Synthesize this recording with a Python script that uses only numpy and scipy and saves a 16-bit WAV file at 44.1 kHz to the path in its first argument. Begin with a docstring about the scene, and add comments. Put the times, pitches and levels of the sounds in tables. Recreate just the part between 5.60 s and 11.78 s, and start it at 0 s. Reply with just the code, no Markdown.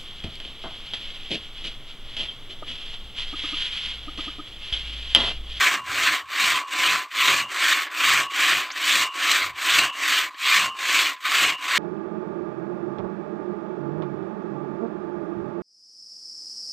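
"""Outdoors in still air, close to a log, one mono microphone. Two men pull a long crosscut saw back
and forth; each stroke gathers speed and slows again, and the sound of the saw follows that speed.
Each tooth tears a burst of wood fibres; the teeth shake the steel blade, which rings on through the
turns, and hard pulls rock the log. Weight shifts on the bare earth with soft thuds.
At some turns the slack blade clacks in the kerf, and once it squeaks."""
import sys
import numpy as np
from scipy import signal
from scipy.fft import rfft, irfft, next_fast_len
from scipy.io import wavfile
from scipy.ndimage import uniform_filter1d, map_coordinates

SR = 44100
rng = np.random.default_rng(int(sys.argv[2]) if len(sys.argv) > 2 else 0)


def master_out(mix):
    """Clip the mix to full scale and print it as 16-bit PCM to the path in sys.argv[1]."""
    frames = np.transpose(np.atleast_2d(mix))
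    ceiling = np.clip(frames, -1, 1)
    pcm = np.round(ceiling * 32767).astype(np.int16)
    wavfile.write(sys.argv[1], SR, pcm)


N = 272520
TIME = np.arange(N) / SR


def amp(db):
    """Decibels to gain."""
    return 10 ** (np.asarray(db) / 20)


def unit(x):
    """Scale to rms 1."""
    return x / np.sqrt(np.mean(x ** 2) + 1e-20)


def evened(x, size):
    """x with its slow level held at rms 1, smoothed over size samples."""
    return x / np.sqrt(np.abs(uniform_filter1d(uniform_filter1d(x ** 2, size), size)) + 1e-12)


def wobble(rate):
    """A smooth random curve, rate knots a second."""
    return map_coordinates(rng.standard_normal(int(N * rate / SR) + 4), [TIME * rate])


def swells(rows):
    """Sum of bell-shaped swells from (centre s, length s, height) rows."""
    return sum(height * np.exp(-(2 * (TIME - s) / length) ** 2) for s, length, height in rows)


def bursts(rows):
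    """Gain envelope of (centre s, length s, dB) swells."""
    return swells([(s, length, amp(db)) for s, length, db in rows])


def filtered(x, response):
    """x times a complex response of frequency."""
    size = next_fast_len(N + SR)
    return irfft(rfft(x, size) * response(np.fft.rfftfreq(size, 1 / SR)), size)[:N]


def tilted(x, pivot_hz, low_db, high_db):
    """x with separate gains below and above a pivot."""
    upper = filtered(x, lambda hz: hz ** 6 / (hz ** 6 + pivot_hz ** 6))
    return amp(low_db) * (x - upper) + amp(high_db) * upper


def coloured(x, points):
    """x through a causal filter shaped by (Hz, dB) points, at rms 1."""
    size = 4096
    hz, db = np.transpose(points)
    gain = amp(np.interp(np.log(np.fft.rfftfreq(size, 1 / SR) + 1), np.log(hz), db))
    cepstrum = irfft(np.log(gain))[:size // 2]
    cepstrum[1:] *= 2  # minimum phase
    impulse = irfft(np.exp(rfft(cepstrum, size)))
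    return unit(signal.fftconvolve(x, impulse)[:N])


def resonate(x, peaks, low_hz):
    """x through (Hz, width Hz, dB) resonances, at rms 1; below low_hz the body hardly radiates."""
    def response(f):
        body = sum(amp(db) * 1j * f * width / (hz * hz - f * f + 1j * f * width)
                   for hz, width, db in peaks)
        return body * f ** 4 / (f ** 4 + low_hz ** 4)
    return unit(filtered(x, response))


# A layer's rise with speed: level at rest in dB, power of speed, gain in dB from far end to near end.
BITE_LAW, SPLINTER_LAW, BODY_LAW = (-49, 0.5, 1.1), (-62, 0.51, 5.1), (-61, 0.39, 2.5)
RING_LAW, DRONE_LAW = (-44, 0.75, 1.3), (-88, 1, 6)
BODY_LAG_S, RING_LAG_S = 0.009, 0.019  # wood and steel follow the stroke a little late
LAST_STROKE_END_S = 6.39
# Strokes, to the near side and the far side in turn. Each row: start in seconds, pause after it in
# seconds, moment of top speed from 0 to 1, then in dB the bite of the teeth, late tug (+) or easing
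# off (-), splinters, wood body, blade ring and brightness of the rasp.
STROKES = [ (-.185, 0.029, 0.47, -17.5, 4.5, -29.5, -36, -31, -5.5),
           (.24, .044, 0.62, -18.5, -3.5, -31, -37.5, -36.5, -2.5),
           (.673, 0.031, 0.53, -19.5, 1.5, -31, -40, -33, -1),
           (1.07, .038, 0.54, -20, 1, -32, -38.5, -31, -0.5),
           (1.502, 0.023, 0.47, -18.5, 5.5, -28.5, -40, -28, .5),
           (1.884, 0.012, 0.56, -18, -4, -30.5, -39, -35.5, -2),
           (2.297, 0.021, 0.55, -18, 2, -29, -38.5, -31.5, -4),
           (2.697, .012, 0.43, -18.5, 1, -31, -38, -38, 0),
           (3.122, 0.024, 0.56, -19, 4.5, -29, -39.5, -37.5, 0),
           (3.519, .023, 0.54, -19, -3, -31, -39.5, -34.5, -1),
           (3.946, 0.014, .53, -18.5, 3.5, -29, -39, -31, -0.5),
           (4.324, .07, .63, -18.5, -2, -30, -40, -36.5, -1.5),
           (4.769, 0.048, 0.49, -18, 4.5, -29, -40, -30, 2.5),
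           (5.155, .044, .59, -19, -2, -29, -38.5, -33, 2),
           (5.601, .015, 0.51, -18.5, 3, -29.5, -37.5, -34, -1.5),
           (5.977, .019, 0.64, -17, 4, -30.5, -38, -28, -1.5), ]


def saw():
    """The saw from close by: speed and pressure set the levels of rasp, splinters, wood and steel."""
    bite, tug, splinter, body, ringing, brightness = np.transpose(STROKES)[3:]
    stroke, _, velocity, reach = motion()
    load = teeth(np.abs(velocity), reach)
    press_db, lift_db, clack = pressure(tug), lifts(), clacks()
    clumps_db = 1.13 * wobble(rate=60)  # splinters come in clumps
    bite_db = level(bite, BITE_LAW) + press_db + 0.064 * lift_db
    splinter_db = level(splinter, SPLINTER_LAW) + press_db + clumps_db
    body_db = level(body, BODY_LAW, BODY_LAG_S) + 0.44 * press_db + lift_db
    ring_db = level(ringing, RING_LAW, RING_LAG_S) + 0.41 * lift_db
    rocking = bursts([(s, length, db) for s, length, _, db in LOG_ROCKS])
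    # A clack is mostly rasp, with some wood and a trace of splinters.
    rasp_gain = np.hypot(amp(bite_db), clack)
    splinter_gain = np.hypot(amp(splinter_db), amp(-30) * clack)
    body_gain = np.hypot(amp(body_db), rocking + amp(-14 + lift_db) * clack)
    tearing = fibres(load, rate=7500, rub=1.4)
    kerf = rasp_gain * rasp(tearing, velocity, brightness[stroke])
    kerf += splinter_gain * splinters(tearing, load, reach)
    kerf += body_gain * wood_body(tearing, load)
    return kerf + blade(load, ring_db) + log_drone(load)


def motion(lag_s=0):
    """Stroke number, progress in it (0-1), velocity (+ to the near side) and reach (0 far, 1 near)."""
    start, pause, top = np.transpose(STROKES)[:3]
    end = np.append(start[1:], LAST_STROKE_END_S) - pause
    number = np.arange(len(start))
    travel = np.interp(TIME - lag_s, np.ravel([start, end], "F"), np.ravel([number, number + 1], "F"))
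    stroke = np.minimum(travel.astype(int), number[-1])
    progress = travel - stroke
    hurry = (.5 - top[stroke]) * np.sin(np.pi * progress) / np.sin(np.pi * top[stroke])
    velocity = np.sin(np.pi * (travel + hurry))
    reach = (1 - np.cos(np.pi * travel)) / 2
    return stroke, progress, velocity, reach


def level(stroke_db, law, lag_s=0):
    """A layer's level in dB: it rises with speed to each stroke's own strength."""
    rest_db, power, drawn_db = law
    stroke, _, velocity, reach = motion(lag_s)
    return rest_db + (stroke_db[stroke] - rest_db) * np.abs(velocity) ** power + drawn_db * (reach - .5)


def teeth(speed, reach, spread_db=9.5, release_s=0.02, drag=1.8):
    """Load on the wood: each tooth catches at an uneven moment and lets go, over a steady drag."""
    teeth_per_s = (35 + 105 * speed) * np.exp(.3 * wobble(rate=90))
    at = np.flatnonzero(np.diff(np.floor(np.cumsum(teeth_per_s) / SR)))
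    catches = np.zeros(N)
    catches[at] = amp(spread_db * rng.uniform(-1, 1, len(at)))
    jolts = signal.fftconvolve(catches, np.exp(-TIME[:SR // 20] / release_s))[:N]
    chatter = 1 + 0.28 * reach ** 2  # a long free blade chatters more
    return evened(jolts * chatter + drag, size=1800)  # the arms even out the force over a few teeth


def fibres(load, rate, rub):
    """Fibres snap at random under the load, rate a second, over the finer rub of steel on wood."""
    sizes = rng.uniform(-1, 1, N)
    snaps = (rng.random(N) < rate / SR) * sizes
    return unit(load * (unit(snaps) + rub * rng.standard_normal(N)))


def patchy(x, depth_db):
    """The colour shifts as the teeth meet new grain and the kerf grips other parts of the blade."""
    spectra = signal.stft(x, nperseg=1024)[2]
    patches = uniform_filter1d(rng.standard_normal(spectra.shape), size=7, axis=0)
    patches = unit(uniform_filter1d(patches, size=4, axis=1))
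    return unit(signal.istft(spectra * amp(depth_db * patches), nperseg=1024)[1][:N])


# The rasp as heard beside the kerf. Each row: frequency in Hz, relative level in dB.
RASP_COLOUR = [(150, -89), (700, -16.5), (920, -41), (1050, -6.5), (1250, -4), (1400, -5), (1650, -2),
               (2050, -0.5), (2370, 1.5), (2700, -2), (3000, -1.5), (3800, -5), (4650, -9.5), (5300, -21.5),
               (7000, -33.5), (12000, -77)]


def rasp(tearing, velocity, bright_db, near_brighter_db=0.7, turn_duller_db=4):
    """Coarse tearing in the kerf, slightly brighter on the near pull and duller at the turns."""
    tilt_db = bright_db + near_brighter_db * velocity - turn_duller_db * (1 - np.abs(velocity))
    coarse = coloured(patchy(tearing, depth_db=2.0), RASP_COLOUR)
    return tilted(coarse, pivot_hz=2220, low_db=-tilt_db / 2, high_db=tilt_db / 2)


# The sizzle of splinters at close range. Each row: frequency in Hz, relative level in dB.
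SPLINTER_COLOUR = [(500, -70), (3000, -36.5), (4500, -5), (5600, 0), (6900, 1.5), (8200, 2), (9200, -9),
                   (10500, -15), (11800, -16), (12900, -4), (13400, -11), (14200, -4), (15600, -13)]


def splinters(tearing, load, reach, fade_db=6):
    """Fine splintering, whose highest sizzle fades as the blade is drawn out to the near side."""
    snapping = tearing + fibres(load, rate=7400, rub=0.41)
    sizzle = coloured(patchy(snapping, depth_db=1.5), SPLINTER_COLOUR)
    return tilted(sizzle, pivot_hz=11000, low_db=0, high_db=fade_db * (.5 - reach))


# The body of the wood. Each row: frequency in Hz, relative level in dB.
WOOD_COLOUR = [(60, -37), (150, -22), (230, -45), (290, -1.5), (400, -6.5), (490, -8.5), (560, 0),
               (720, 4.5), (900, -1), (1100, 1), (1600, -49.5)]
# Resonances of the saw and its wooden handles. Each row: frequency in Hz, width in Hz, relative dB.
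FRAME_RESONANCES = [(284, 10, 3.5), (318, 12, 1), (368, 55, -5), (532, 20, -8), (722, 40, -7)]


def wood_body(tearing, load):
    """Snapping fibres sound through the wood and through the saw with its handles."""
    frame = resonate(fibres(load, rate=900, rub=0.14), FRAME_RESONANCES, low_hz=275)
    return unit(coloured(tearing, WOOD_COLOUR) + 0.57 * frame)


def ring(x, modes, swing_db=2.5):
    """Steel modes, driven by x, take turns as the kerf's grip moves; the overall level stays even."""
    t = TIME[:SR]
    steel = 0
    for hz, db, t60 in modes:
        tone = np.exp(-np.log(1000) * t / t60) * np.sin(2 * np.pi * hz * t)
        steel = steel + amp(db + swing_db * wobble(rate=6)) * signal.fftconvolve(x, tone)[:N]
    edge_hz = .85 * modes[0][0]  # thin steel radiates next to nothing below its lowest mode
    return evened(filtered(steel, lambda hz: hz ** 10 / (hz ** 10 + edge_hz ** 10)), size=3000)


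# Two families of bending modes across the blade.
# Each row: frequency in Hz, relative level in dB, seconds to die away by 60 dB.
LOW_MODES = [(1022, -1.5, .6), (1064, -4.5, .4), (1110, .5, .33), (1143, -5, .3), (1175, -10, .28),
             (1215, -13, .22)]
HIGH_MODES = [(2681, -11, .7), (2804, 0, .9), (2863, -5, .65), (2930, -5, .5), (2978, -8, .45),
              (3246, -18, .3)]
# The blade sings as it reaches full stretch on the near side.
# Each row: time in seconds, level of the high modes in dB before their boost, of the low modes in dB.
BLADE_SINGS = [(.2, -40, -31.5), (1.03, -44, -28.5), (1.852, -34.5, -38), (2.69, -37, -31),
               (3.49, -33, -29.5), (4.298, -30, -32), (5.11, -35, -29.5), (5.94, -31.5, -33.5)]


def blade(load, ring_db, lead_s=0.065, rise_db_per_s=160, fall_db_per_s=106, high_boost_db=4.0):
    """The teeth shake the steel; its modes swell late in a near stroke and ring on through the turn."""
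    high_gain, low_gain = 0, amp(ring_db)
    for s, high_db, low_db in BLADE_SINGS:
        since_peak = TIME - s + lead_s
        swell = amp(np.minimum(rise_db_per_s * since_peak, -fall_db_per_s * since_peak))
        high_gain = high_gain + amp(high_db + high_boost_db) * swell
        low_gain = np.hypot(low_gain, amp(low_db) * swell)
    low = ring(fibres(load, rate=600, rub=0.39), LOW_MODES)
    high = ring(fibres(load, rate=600, rub=0.33), HIGH_MODES)
    return low_gain * low + high_gain * high


# Resonances of the log. Each row: frequency in Hz, width in Hz, relative level in dB.
LOG_RESONANCES = [(94, 29, -9), (125.1, 6.8, 5), (175, 41, -3), (208, 12, -7.5)]
# Hard pulls rock the log. Each row: centre and length in seconds, judder in dB, wood body in dB.
LOG_ROCKS = [(0.175, 0.18, -54, -61), (0.504, 0.075, -51, -48), (0.852, 0.064, -48, -46),
             (0.945, 0.047, -49, -54), (1.329, 0.1, -48, -50), (1.715, 0.11, -45, -35),
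             (1.835, 0.091, -51, -50), (2.549, 0.19, -47, -52), (2.955, 0.087, -48, -44),
             (3.38, 0.13, -50, -44), (4.211, 0.12, -45.5, -38), (5.031, .15, -48, -46),
             (5.84, .08, -47, -36.5), (5.921, 0.055, -50, -59)]


def log_drone(load, firm_db=-69):
    """The log drones faintly under every stroke and judders on the ground when a hard pull rocks it."""
    drone_db = level(np.full(len(STROKES), firm_db), DRONE_LAW, BODY_LAG_S)
    judder = bursts([(s, length, db) for s, length, db, _ in LOG_ROCKS])
    drone = resonate(fibres(load, rate=540, rub=0.11), LOG_RESONANCES, low_hz=71)
    return (amp(drone_db) + judder) * evened(drone, size=2000)


# The open air around the microphone. Each row: frequency in Hz, relative level in dB.
AIR_COLOUR = [(25, -10), (70, -4), (150, -30), (400, 2), (1000, 26), (4000, 4), (15000, -15)]


def still_air():
    """A faint, steady hiss of outdoor air behind the saw."""
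    return amp(-74) * coloured(rng.standard_normal(N), AIR_COLOUR)


# The teeth snag in the grain. Each row: centre and length in seconds, extra bite in dB.
SNAGS = [(.302, 0.057, 4), (.445, 0.025, 0.5), (.825, 0.033, 2.5), (1.262, 0.013, 1.5), (1.914, 0.03, 3.5),
         (2.128, 0.011, 5), (2.49, 0.026, 2), (2.71, 0.021, 5), (3.17, .025, 4), (3.31, 0.075, 0.5),
         (3.718, 0.018, 4), (4.19, .012, 4), (4.438, 0.036, 3.5), (4.978, 0.02, 2), (5.215, 0.041, 2.5),
         (5.395, 0.026, 1.5), (5.66, 0.023, 5.5), (5.838, .015, 4)]


def pressure(tug_db):
    """Extra bite in dB: the sawyer tugs or eases off late in each stroke, and the teeth snag at times."""
    near_at, far_at, width = 0.836, .7, 0.048  # shares of a stroke
    stroke, progress, _, _ = motion()
    tug_at = np.where(stroke % 2, far_at, near_at)
    return tug_db[stroke] * np.exp(-((progress - tug_at) / width) ** 2) + swells(SNAGS)


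# Soft thuds on the ground by the log. Each row: centre and length in seconds, level in dB.
THUDS = [(.31, 0.14, -50), (.42, 0.075, -52), (.65, 0.092, -63), (1.2, .04, -56), (2.03, .04, -64),
         (3.88, 0.15, -53), (4.66, .07, -67.5), (5.36, 0.046, -62)]
# The dull sound of the earth. Each row: frequency in Hz, relative level in dB.
EARTH_COLOUR = [(25, -22), (55, -5), (90, 5.5), (140, -3.5), (220, -22), (500, -84)]


def thuds():
    """Dull bumps of weight shifting on the bare earth."""
    return bursts(THUDS) * evened(coloured(rng.standard_normal(N), EARTH_COLOUR), size=2000)


# Turns where the wood dips or, once, swells. Each row: centre and length in seconds, change in dB.
LIFTS = [(.68, 0.034, -4), (1.51, 0.046, -17), (3.53, 0.032, -2), (4.79, 0.08, -9), (5.15, 0.036, 4),
         (5.6, 0.11, -9), (6.0, 0.039, -2)]


def lifts():
    """Change in the wood's level in dB: it falls quiet where the teeth lift clear."""
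    return swells(LIFTS)


# Clacks at the turns. Each row: start in seconds, level in dB.
CLACKS = [(1.512, -32), (2.266, -27.5), (2.3, -35), (3.087, -33.5), (3.101, -30.5), (3.12, -48),
          (3.52, -44), (4.742, -36.5), (5.562, -38)]


def clacks(attack_s=.003, decay_s=0.015):
    """Gain envelope of the short scrapes as the slack blade hits the side of the kerf."""
    return sum(amp(db) * np.clip((TIME - s) / attack_s, 0, 1) * np.exp(-np.abs(TIME - s) / decay_s)
               for s, db in CLACKS)


# The course of one squeak in the kerf. Each row: time in seconds, pitch in Hz, level in dB.
SQUEAK_PATH = [(3.111, 4400, -61), (3.114, 4820, -33), (3.117, 5730, -39), (3.121, 6270, -37),
               (3.13, 6300, -48), (3.145, 6230, -64)]


def squeak():
    """Pinched steel slips with a short, rough rising squeak."""
    times, pitches, levels = np.transpose(SQUEAK_PATH)
    hz = np.interp(TIME, times, pitches) * (1 + .085 * wobble(rate=2500))
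    gain = amp(np.interp(TIME, times, levels)) * (TIME > times[0]) * (TIME < times[-1])
    return np.sqrt(2) * gain * np.sin(2 * np.pi * np.cumsum(hz) / SR)


def scene():
    """Saw, ground and open air at one close microphone, alike in both channels."""
    mono = saw() + squeak() + thuds() + still_air()
    return np.array([mono, mono])


def record(dry):
    """The recorder keeps nothing above its band limit."""
    top_hz = 15550
    return np.array([filtered(channel, lambda hz: hz < top_hz) for channel in dry])


dry = scene()
out = record(dry)
master_out(out)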